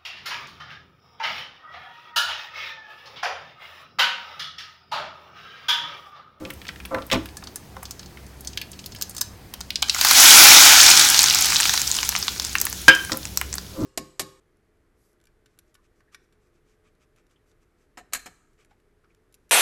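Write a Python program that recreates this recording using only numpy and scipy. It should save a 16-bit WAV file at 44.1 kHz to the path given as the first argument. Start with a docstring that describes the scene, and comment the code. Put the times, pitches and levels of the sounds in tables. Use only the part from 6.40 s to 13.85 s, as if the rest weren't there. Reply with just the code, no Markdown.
"""Butter poured on soup

Butter crackles and foams in a small pan that rattles, scrapes and knocks on the grate of a gas stove.
Tipped over a pot of soup, first drops spit, then fat roars into overload and thins to single pops; a fan hums.
Fat is short noise bursts over dense filtered clicks and hiss; metal is struck or rubbed resonances,
and the kitchen is banded noise with a short tail. The pan clinks on the pot near the end.
"""
import sys
import numpy as np
from scipy import signal
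from scipy.io import wavfile

SR = 44100
rng = np.random.default_rng(int(sys.argv[2]) if len(sys.argv) > 2 else 0)


def how_loud(loudness_db):
    """Turn decibels into a plain amplitude multiplier (0 dB gives 1, 20 dB gives 10)."""
    steps = np.asarray(loudness_db, float) / 20
    return 10 ** steps


def wav_record(signal):
    """Record a signal, one row per channel, as 16-bit PCM in the file named by sys.argv[1]."""
    frames = np.transpose(np.atleast_2d(signal))
    bounded = np.clip(frames, -1, 1)
    # unit amplitude maps onto the largest positive 16-bit level
    quanta = np.round(bounded * 32767).astype(np.int16)
    wavfile.write(sys.argv[1], SR, quanta)


N = 328545

# roar of fat on soup over time: time_s, roar_db, treble_db (above 9 kHz, relative to the roar)
SIZZLE = [(3.44, -47, -8), (3.64, -21.5, -7), (3.81, -10, -5), (4.06, -3.5, -6), (4.35, -9.5, -9),
          (4.75, -18, -8.5), (4.95, -22, -9.5), (5.2, -24, -9), (5.4, -29, -5), (6.0, -37.5, -6),
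          (6.62, -40, -3.5), (6.8, -44.5, -2), (7.45, -49, -5)]
# resonances of the stove's hob sheet: mode_hz, width_hz, gain_db
HOB = [(112, 28, -9), (156, 18, -10.5), (190, 60, -8.5), (249.4, 49, -4.5), (316, 17.7, 0), (391, 9.8, -8)]
# resonances of the grate: mode_hz, width_hz, gain_db
GRATE = [(528, 18, 0), (672, 30, -11), (860, 60, -17), (1020, 30, -11), (1175, 40, -12), (1348, 20, -9),
         (1535, 30, -17), (1900, 100, -22), (2300, 200, -24)]
# loudest single pops of fat, in the pan and then on the soup:
# time_s, peak_db, pitch_hz, dull_db (thud relative to the snap), tick_db (bright tick relative to the snap)
POPS = [(0.1364, -39, 9910, -20, 3), (0.456, -31.5, 2260, -17, 4), (.6661, -30.5, 13400, -19, -11),
        (.8573, -29, 2380, -6, 1), (.9696, -21.5, 7000, -13.5, -12), (1.0715, -24, 4050, -7.5, -21),
        (1.1583, -18, 8050, -17.5, -13), (1.4304, -26.5, 10030, -6, -16), (1.4537, -26, 4440, -10, -7),
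        (1.509, -19.5, 6300, -15, -7), (1.66, -31.5, 5120, -24, -13), (1.594, -26, 4600, -14, -15),
        (2.0078, -28.5, 10160, -26, -12), (2.073, -17.5, 5600, -39, -32), (2.1738, -12.5, 3220, -29, -11.5),
        (2.215, -18.5, 3100, -22, -7), (2.317, -25.5, 7800, -26, -20), (2.4606, -22, 5340, -31, -1),
        (2.5207, -29, 4180, -13, -12), (2.048, -29.5, 3960, -21, -3), (1.6296, -32.5, 3700, -9, -22),
        (2.5487, -28.5, 2650, -19, -4), (2.7485, -28, 6800, -10, -3), (2.6123, -17, 5760, -13, -5),
        (2.6222, -13, 5400, -43, 0), (2.6955, -23, 9500, -21, -10), (2.766, -19.5, 6640, -17, -7),
        (2.7808, -20, 6120, -13, -6), (2.8102, -14, 9000, -16, -7), (2.813, -8.5, 5830, -17.5, -4),
        (3.1384, -21.5, 3860, -6.5, -1), (3.2065, -20.5, 6900, -7.5, -4), (3.2107, -19.5, 5130, -32, -20),
        (3.3044, -13, 3340, -35, -7), (3.357, -7, 4200, -53, -22), (3.422, -11, 6000, -23, -21),
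        (3.4254, -4.5, 3080, -6, -11.5), (3.4847, -18, 4840, -6, -26), (3.4962, -0.5, 4200, -23, -34),
        (3.5465, -10, 6100, -7, -9), (3.5625, -20, 1500, -16, -10), (3.588, -14.5, 2980, -3, -13),
        (3.669, -8, 4500, -4, -3.5), (3.612, -1, 5300, -10, -5), (3.6483, 2, 5300, -8, -3.5),
        (3.7105, 2.5, 4740, -8, -4), (4.791, 6.5, 5170, -18, -8.5), (4.831, -1, 6330, -23, -3),
        (4.9471, 1.5, 6550, -18, -5), (5.0586, -13, 5900, -11.5, 5), (5.166, -.5, 5200, -31, -28),
        (5.2552, -4.5, 2700, -3.5, -14), (5.2943, -1.5, 4400, -8, -11), (5.338, -4.5, 5860, -7, -5),
        (5.3757, -5.5, 4520, -8.5, -16), (5.4165, -4.5, 5960, -16, -6), (5.4756, -7.5, 5950, -27, -22.5),
        (5.5147, -1.5, 6040, -36, -15.5), (5.587, -8.5, 3430, -7, -26), (5.63, -7, 4670, -5, -13),
        (5.691, -2.5, 6500, -13.5, -1.5), (5.752, -14, 2180, 6.5, -21), (5.7631, -5.5, 5100, -10, -20),
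        (5.827, -8, 4450, -14, -22), (5.8811, -5, 3460, -6, -28), (5.998, -8, 4850, -11.5, -9),
        (6.0486, -9.5, 6940, -14.5, -9), (6.1534, -8, 2000, 0, -8), (6.1842, -10.5, 5640, -13, -27),
        (6.2012, -10, 6660, -37, -1), (6.2141, -4.5, 6700, -18, 1), (6.253, -8.5, 12400, -17, -6),
        (6.268, -11, 5800, -3, -10), (5.01, -9.5, 11400, -28, -3), (5.789, -14, 14300, -21, -6),
        (6.13, -19.5, 7060, -23, -15), (6.2988, -18, 12360, -32, -13), (7.154, -20, 10940, -8.5, -11),
        (6.3278, -11.5, 6800, -9.5, -11), (6.55, -11, 6940, -20, -12), (6.6493, -16, 7960, -7, -15),
        (6.731, -13.5, 5570, -21, -19), (6.772, -13.5, 11800, -18, -30), (6.8533, -15.5, 5800, -6.5, -32),
        (6.9733, -4, 6160, -15, -2), (7.0134, -24, 1530, 12.5, 12), (7.1282, -11.5, 5600, -16, -21),
        (7.1402, -11, 6800, -15, -20), (7.182, -12, 5040, -8.5, -16)]
TIPPED_S, POURED_S = 3, 4   # pops move from pan to soup; after the first lone drops


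def rms_one(x):
    """Scales a signal to an rms of 1."""
    return x / np.sqrt(np.mean(x ** 2) + 1e-20)


def in_time(rows, outside=None):
    """Draws each column of a time table as a curve over the scene."""
    s, *columns = np.transpose(rows)
    return [np.interp(np.arange(N) / SR, s, c, outside, outside) for c in columns]


def at_hz(points, hz):
    """Reads a colour curve along log frequency."""
    curve_hz, curve_db = np.array(points)[:, 0], np.array(points)[:, 1]
    return np.interp(np.log(hz), np.log(curve_hz), curve_db)


def drift(pole_hz):
    """Slow random wander with an rms of 1: noise through two equal low-pass poles."""
    r = np.exp(-80 * np.pi * pole_hz / SR)   # one step is 40 samples
    noise = rng.standard_normal(N // 40 + 2002)
    slow = signal.lfilter([1], [1, -2 * r, r * r], noise)[2000:]
    return np.interp(np.arange(N) / 40, np.arange(len(slow)), rms_one(slow))


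def resonate(x, hz, width_hz):
    """One mode: a click of 1 rings as a dying sine that starts from a height of 1."""
    r = np.exp(-np.pi * width_hz / SR)
    w = 2 * np.pi * min(hz, .45 * SR) / SR
    return signal.lfilter([0, np.sin(w)], [1, -2 * r * np.cos(w), r * r], x + 1e-18)


def body(x, modes):
    """Parallel resonances of alternating sign, each with about its gain in dB at its top."""
    out = 0
    for k, (hz, width_hz, gain_db) in enumerate(modes):
        gain = how_loud(gain_db) * 2 * np.pi * width_hz / SR
        out = out + (-1) ** k * gain * resonate(x, hz, width_hz)
    return out


def cut(x, hz, kind, order=2):
    """Butterworth filter."""
    return signal.sosfilt(signal.butter(order, hz, kind, fs=SR, output="sos"), x)


def grains(per_s, spread_db):
    """Random clicks of either sign, most small and a few large."""
    size = how_loud(spread_db * np.minimum(rng.exponential(1, N), 4.0))
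    size = size * rng.choice([-1, 1], N)
    fires = rng.random(N) < per_s / SR
    return size * fires / np.sqrt(per_s / SR)


def pops(events, t60=0.0067, bowl_db=-14, bowl_t60=0.044, spread=1.288):
    """A steam pocket bursts: a snap and droplet spray at its pitch, a thud and a tick, then scatter in the bowl."""
    out, t = np.zeros(N + 3072), np.arange(3072) / SR
    dying = how_loud(-60 * t / t60) + how_loud(bowl_db - 60 * t / bowl_t60)
    fading = how_loud(-60 * t / 0.16)      # extra fading of the tick
    for s, peak_db, hz, dull_db, tick_db in events:
        snap = 0.34 * rng.standard_normal(len(t)) * dying + 0.93 * (t == 0)
        voice = cut(snap, [hz / spread, min(hz * spread, .45 * SR)], "band")
        thud = cut(snap, [800, 2300], "band")
        tick = cut(snap * fading, [9000, 15000], "band")
        burst = 0
        for part, part_db in ((voice, 0), (thud, dull_db), (tick, tick_db)):
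            burst = burst + how_loud(part_db) * part / np.abs(part).max()
        at = round(s * SR)
        out[at:at + len(t)] += how_loud(peak_db) * burst
    return cut(out[:N], 730, "high", order=4)


def small_pops(start_s, end_s, peak_db, count):
    """Rows for lesser pops at random moments, scattered in size and colour around typical values."""
    typical_hz, typical_dull_db, typical_tick_db = 5600, -17, -16
    s, z = rng.uniform(start_s, end_s, count), rng.standard_normal((count, 4))
    level_db = peak_db[(s * SR).astype(int)] + 2.5 * z[:, 0]
    hz = np.clip(typical_hz * 1.265 ** z[:, 1], 1000, 13000)
    dull_db = typical_dull_db + 6.0 * z[:, 2]
    tick_db = typical_tick_db + 2.2 * z[:, 3]
    return list(zip(s, level_db, hz, dull_db, tick_db))


def room_tone():
    """Third-octave noise bands of kitchen air, flickering a little, and a fan's narrow wavering noise lines."""
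    # colour of the air, balanced apart below and above 700 Hz: band_hz, density_db (relative, per Hz)
    air_colour = [(15, -56), (25, -29), (70, -2.5), (161, -11.5), (236, -6.5), (309, -12), (335, -9.5),
                  (695, -20.5), (1610, -29), (1840, -26.5), (2000, -27.5), (2690, -31), (5570, -34),
                  (7110, -39), (16000, -37)]
    # low air and fan over time, before their mixing gains: time_s, level_db
    air_level = [(0, -44), (3.65, -44.5), (4.06, -40), (5.06, -41), (6.3, -41), (7.45, -41)]
    # hum lines of the fan: line_hz, width_hz, level_db (relative)
    fan_lines = [(65, 2.9, 0), (100.6, 2.2, -7.5), (137.4, 4.3, -8.5), (185, 6.3, -7.5)]
    treble_db = -52
    low_db, = in_time(air_level)
    edges = 25 * 2 ** np.arange(0, 9.4, 1 / 3)
    white = rng.standard_normal((2, N))
    low, high = 0, 0
    for k, (a, b) in enumerate(zip(edges, edges[1:])):
        hz = np.sqrt(a * b)
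        band = cut(white[k % 2], [a, b], "band") * how_loud(at_hz(air_colour, hz) + drift(9))
        if hz < 700:
            low = low + band
        else:
            high = high + band
    fan = 0
    for hz, width_hz, level_db in fan_lines:
        fan = fan + how_loud(level_db) * rms_one(resonate(rng.standard_normal(N), hz, width_hz))
    return how_loud(low_db) * (0.58 * rms_one(low) + how_loud(-4) * fan) + how_loud(treble_db) * rms_one(high)


def echoes(x):
    """The dull tail of the kitchen: band-limited noise that dies away, starting 4 ms after the sound."""
    t60_s, tail_db = 0.33, -16.5
    t = np.arange(SR // 2) / SR
    walls = cut(rng.standard_normal(len(t)), [500, 7000], "band", order=1)
    walls = walls * how_loud(-60 * t / t60_s) * (t > .004)
    return signal.fftconvolve(x, how_loud(tail_db) * walls / np.linalg.norm(walls))[:N]


def drag():
    """Dense stick-slip clicks shake the hob sheet and the grate; each stroke rises, holds and fades."""
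    # strokes of the pan over the stove: start_s, rise_s, held_s, boom_db (hob sheet), grind_db (grate)
    strokes = [(-.02, .015, 0.084, -39, -42.5), (0.507, 0.012, 0.057, -36.5, -27.5),
               (0.713, 0.014, 0.021, -19.5, -24.5), (1.36, 0.0073, 0.0081, -64, -49),
               (6.711, .008, 0.0062, -31.5, -29), (7.329, 0.1, .05, -22.5, -35.5)]
    boom_db_per_s, grind_db_per_s = 226, 294   # fading after the stroke
    boom, grind, t = np.zeros(N), np.zeros(N), np.arange(N) / SR
    for start_s, rise_s, held_s, boom_db, grind_db in strokes:
        rise = np.clip((t - start_s) / rise_s, 0, 1)
        after = np.maximum(t - start_s - rise_s - held_s, 0)
        boom = boom + rise ** 2 * how_loud(boom_db - boom_db_per_s * after)
        grind = grind + rise * how_loud(grind_db - grind_db_per_s * after)
    slips = grains(4000, spread_db=2.5)
    hob = rms_one(body(slips, HOB))
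    grate = rms_one(cut(body(slips, GRATE), 1370, "low", order=3))
    return boom * hob + grind * grate


def rattle():
    """Each touch strikes the modes of the pan with strengths of its own, with a short crack."""
    # pan touching the grate or the pot: time_s, peak_db (of the crack), crack_hz
    single_touches = [(.0512, -26, 2360), (.1023, -26.5, 2010), (.1045, -27.5, 12000), (.2167, -28, 2500),
                      (.2523, -32, 1970), (.268, -30.5, 2850), (.2895, -19.5, 2020), (.3596, -31, 1980),
                      (.402, -28.5, 2030), (.4518, -25, 2440), (.5463, -18.5, 1350), (.5844, -31, 1340),
                      (.621, -31.5, 2900), (.7007, -23, 2020), (.7144, -11, 2240), (.7298, -16.5, 6100),
                      (.778, -35, 1500), (1.025, -32.5, 980), (1.367, -26.5, 890), (1.427, -31.5, 940),
                      (1.772, -32, 1980), (6.6962, -22.5, 1280), (6.7191, -10, 5160), (6.7437, -31, 1100)]
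    # modes of the pan: mode_hz, width_hz, level_db (relative)
    pan_modes = [(944, 190, -15.5), (1350, 28, -9.5), (2020, 140, 0), (2500, 110, -4), (2900, 370, -12),
                 (3260, 60, -41), (3710, 68, -8.5), (4050, 63, -17), (4460, 77, -35), (5430, 180, -4)]
    # pulled free, the pan chatters eight times, each touch typically weaker
    chatter_s, gap_s, chatter_db, chatter_hz, loss_db = .719, .0055, -8.5, 1570, 2.1
    chatter = []
    for k, (a, b, c) in enumerate(rng.standard_normal((8, 3))):
        touch_s = chatter_s + gap_s * (k + 0.23 * a)
        chatter.append((touch_s, chatter_db - loss_db * k + 1.3 * b, chatter_hz * 1.5 ** c))
    touches = single_touches + chatter
    at = np.round(np.array(touches)[:, 0] * SR).astype(int)
    peak_db = np.array(touches)[:, 1]
    strength_db, out = rng.normal(0, 3, (len(at), len(pan_modes))), np.zeros(N)
    for k, (hz, width_hz, mode_db) in enumerate(pan_modes):
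        clicks = np.zeros(N)
        clicks[at] = how_loud(peak_db + mode_db - 12 + strength_db[:, k])
        out += resonate(clicks, hz, width_hz)
    cracks = pops([(s, db, hz, -10, -15) for s, db, hz in touches], t60=0.029, spread=1.4)
    return out + cracks


def ring(x, hz, t60_s):
    """One mode of a metal wall, its width set by the time it takes to die by 60 dB."""
    return resonate(x, hz, np.log(1000) / np.pi / t60_s)


def pot(x):
    """The steel wall of the pot rings in its modes."""
    # modes of the pot wall: mode_hz, gain_db, t60_s
    wall_modes = [(964, -26, .25), (1308, -22, .25), (1486, -19, .27), (1570, -11, .24), (1584, -12, .28),
                  (1614, -15, .35), (1641, -21, .38), (1720, -21, .15), (2272, -17, .18), (2396, -8, .05),
                  (3090, -18, .38), (3108, -10, .18), (3127, -15, .31), (3164, -12, .12), (3591, -22, .12),
                  (4830, -14, .06), (5028, -22, .2), (6110, -30, .15), (6330, -20, .05), (7500, -36, .15),
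                  (7569, -34, .15)]
    return sum(how_loud(db) * ring(x, hz, t60_s) for hz, db, t60_s in wall_modes)


def clink():
    """One hard blow: the pot rings on, the pan rings loudly until it settles against the rim, the hob booms."""
    clink_s = 6.4813
    # ring of the held pan: mode_hz, gain_db, t60_s, settles_s, damping_t60_s (added once settled)
    pan_ring = (1597, 4, .3, 6.505, .008)
    blow = 1. * (np.arange(N) == round(clink_s * SR))
    hz, gain_db, t60_s, settles_s, damping_t60_s = pan_ring
    resting = np.maximum(np.arange(N) / SR - settles_s, 0)
    pan = how_loud(gain_db - 60 * resting / damping_t60_s) * ring(blow, hz, t60_s)
    boom = how_loud(39.5) * body(blow, HOB + GRATE)
    crack = pops([(clink_s, 4, 2400, -6, -14)], t60=0.031, bowl_db=0, bowl_t60=0.11)
    return pot(blow) + pan + boom + crack


def butter():
    """The foaming butter fizzes faintly and spits; the thin pan wall rings along."""
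    # fizz of the butter foam, before the pan wall adds to it: time_s, level_db
    foam = [(0.0, -60.5), (1.82, -63.5), (2.52, -58.5), (2.69, -59), (2.96, -65), (3.18, -62), (3.4, -55)]
    # resonances of the thin pan wall: mode_hz, width_hz, gain_db
    thin_wall = [(1720, 29, 9.5), (4390, 49, 2), (5300, 57, 5), (6100, 47, 3.5), (6800, 44, 0.5),
                 (7900, 71, -6), (9350, 55, 1), (10740, 230, -13)]
    small_db = -30.5   # typical peak of a small spit
    fizz_db, = in_time(foam, outside=-120)
    crackle = grains(1500 * how_loud(3.5 * drift(10)), spread_db=2.5)
    spits = [p for p in POPS if p[0] < TIPPED_S]
    spits = spits + small_pops(0, TIPPED_S, np.full(N, small_db), count=16)
    fat = pops(spits, t60=0.016, bowl_db=-3.5, bowl_t60=0.052, spread=1.47)
    fat += how_loud(fizz_db) * rms_one(cut(crackle, [3500, 9000], "band"))
    return fat + how_loud(1) * body(fat, thin_wall)


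def sizzle():
    """Countless small bursts ring a few cycles each at pitches all over the range, clumped, on a smooth hiss."""
    # colour of the roar, balanced apart below 2.5 kHz, up to 9 kHz and above: band_hz, density_db (relative, per Hz)
    roar_colour = [(120, -49), (200, -22.5), (304, -7.5), (455, -24), (831, -2), (1200, -8.5), (1360, 1.5),
                   (2000, -3.5), (2230, 6), (2870, -14.5), (3150, -7), (6190, -5), (8920, -15.5),
                   (15700, -20.5)]
    body_db, body_per_db = -6, .1   # below 2.5 kHz, relative to the roar at full boil; loss per dB of cooling
    hiss_share, hiss_per_db = 0.32, -0.0951   # smooth share at full boil; lost per dB of cooling (negative: gained)
    roar_db, treble_db = in_time(SIZZLE)
    poured = np.arange(N) > SIZZLE[0][0] * SR
    cooled_db = roar_db.max() - roar_db
    hiss = np.clip(hiss_share - hiss_per_db * cooled_db, 0, 1)
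    bursts = rms_one(grains(1500 * how_loud(3.5 * drift(30)), spread_db=4.5))   # density wanders around 1500 per s
    white = rng.standard_normal((2, N))
    pitches = np.geomspace(235, 15300, 30)
    near = rng.integers(-2, len(pitches) + 2, N)      # a burst covers up to five neighbouring bands
    parts = np.zeros((3, N))
    for k, hz in enumerate(pitches):
        grainy = 2.5 * bursts * (np.abs(near - k) <= 2)
        drive = np.sqrt(1 - hiss) * grainy + np.sqrt(hiss) * white[k % 2]
        band = cut(drive, [hz / 1.075, hz * 1.075], "band")
        part = int(hz > 2500) + int(hz > 9000)
        parts[part] += band * how_loud(at_hz(roar_colour, hz) + 1.2 * drift(10))
    low, mid, top = map(rms_one, parts)
    low = low * how_loud(body_db - body_per_db * cooled_db)
    return poured * how_loud(roar_db + .5 * drift(18)) * (mid + low + how_loud(treble_db) * top)


def scene():
    """Everything stands close to one microphone; the first lone drops splash for longer than later pops."""
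    first_drops = [p for p in POPS if TIPPED_S < p[0] < POURED_S]
    drops = pops(first_drops, t60=0.014, bowl_db=-11, bowl_t60=0.052, spread=1.37)
    small_db = in_time(SIZZLE)[0] + 15   # typical small peaks stand 15 dB above the roar
    lesser = small_pops(SIZZLE[0][0], N / SR, small_db, count=60)
    lesser = lesser + small_pops(4.4, 6.1, small_db, count=150)   # the roar breaks up into a crowd
    soup = drops + pops([p for p in POPS if p[0] > POURED_S] + lesser) + sizzle()
    pot_ring = pot(how_loud(-73) * soup + how_loud(-36.5) * cut(drops, 2100, "low"))
    near = soup + pot_ring + butter() + rattle() + drag() + clink()
    return (near + echoes(near) + room_tone())[None]


def top_cut(x):
    """Nothing passes above the cut-off."""
    return signal.sosfilt(signal.butter(12, 16780, fs=SR, output="sos"), x)


def record(dry):
    """The microphone overloads: the loudest moments are clipped flat."""
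    clipped = np.clip(dry, -1.0, 1.0)
    return top_cut(clipped)


dry = scene()
out = record(dry)
wav_record(out)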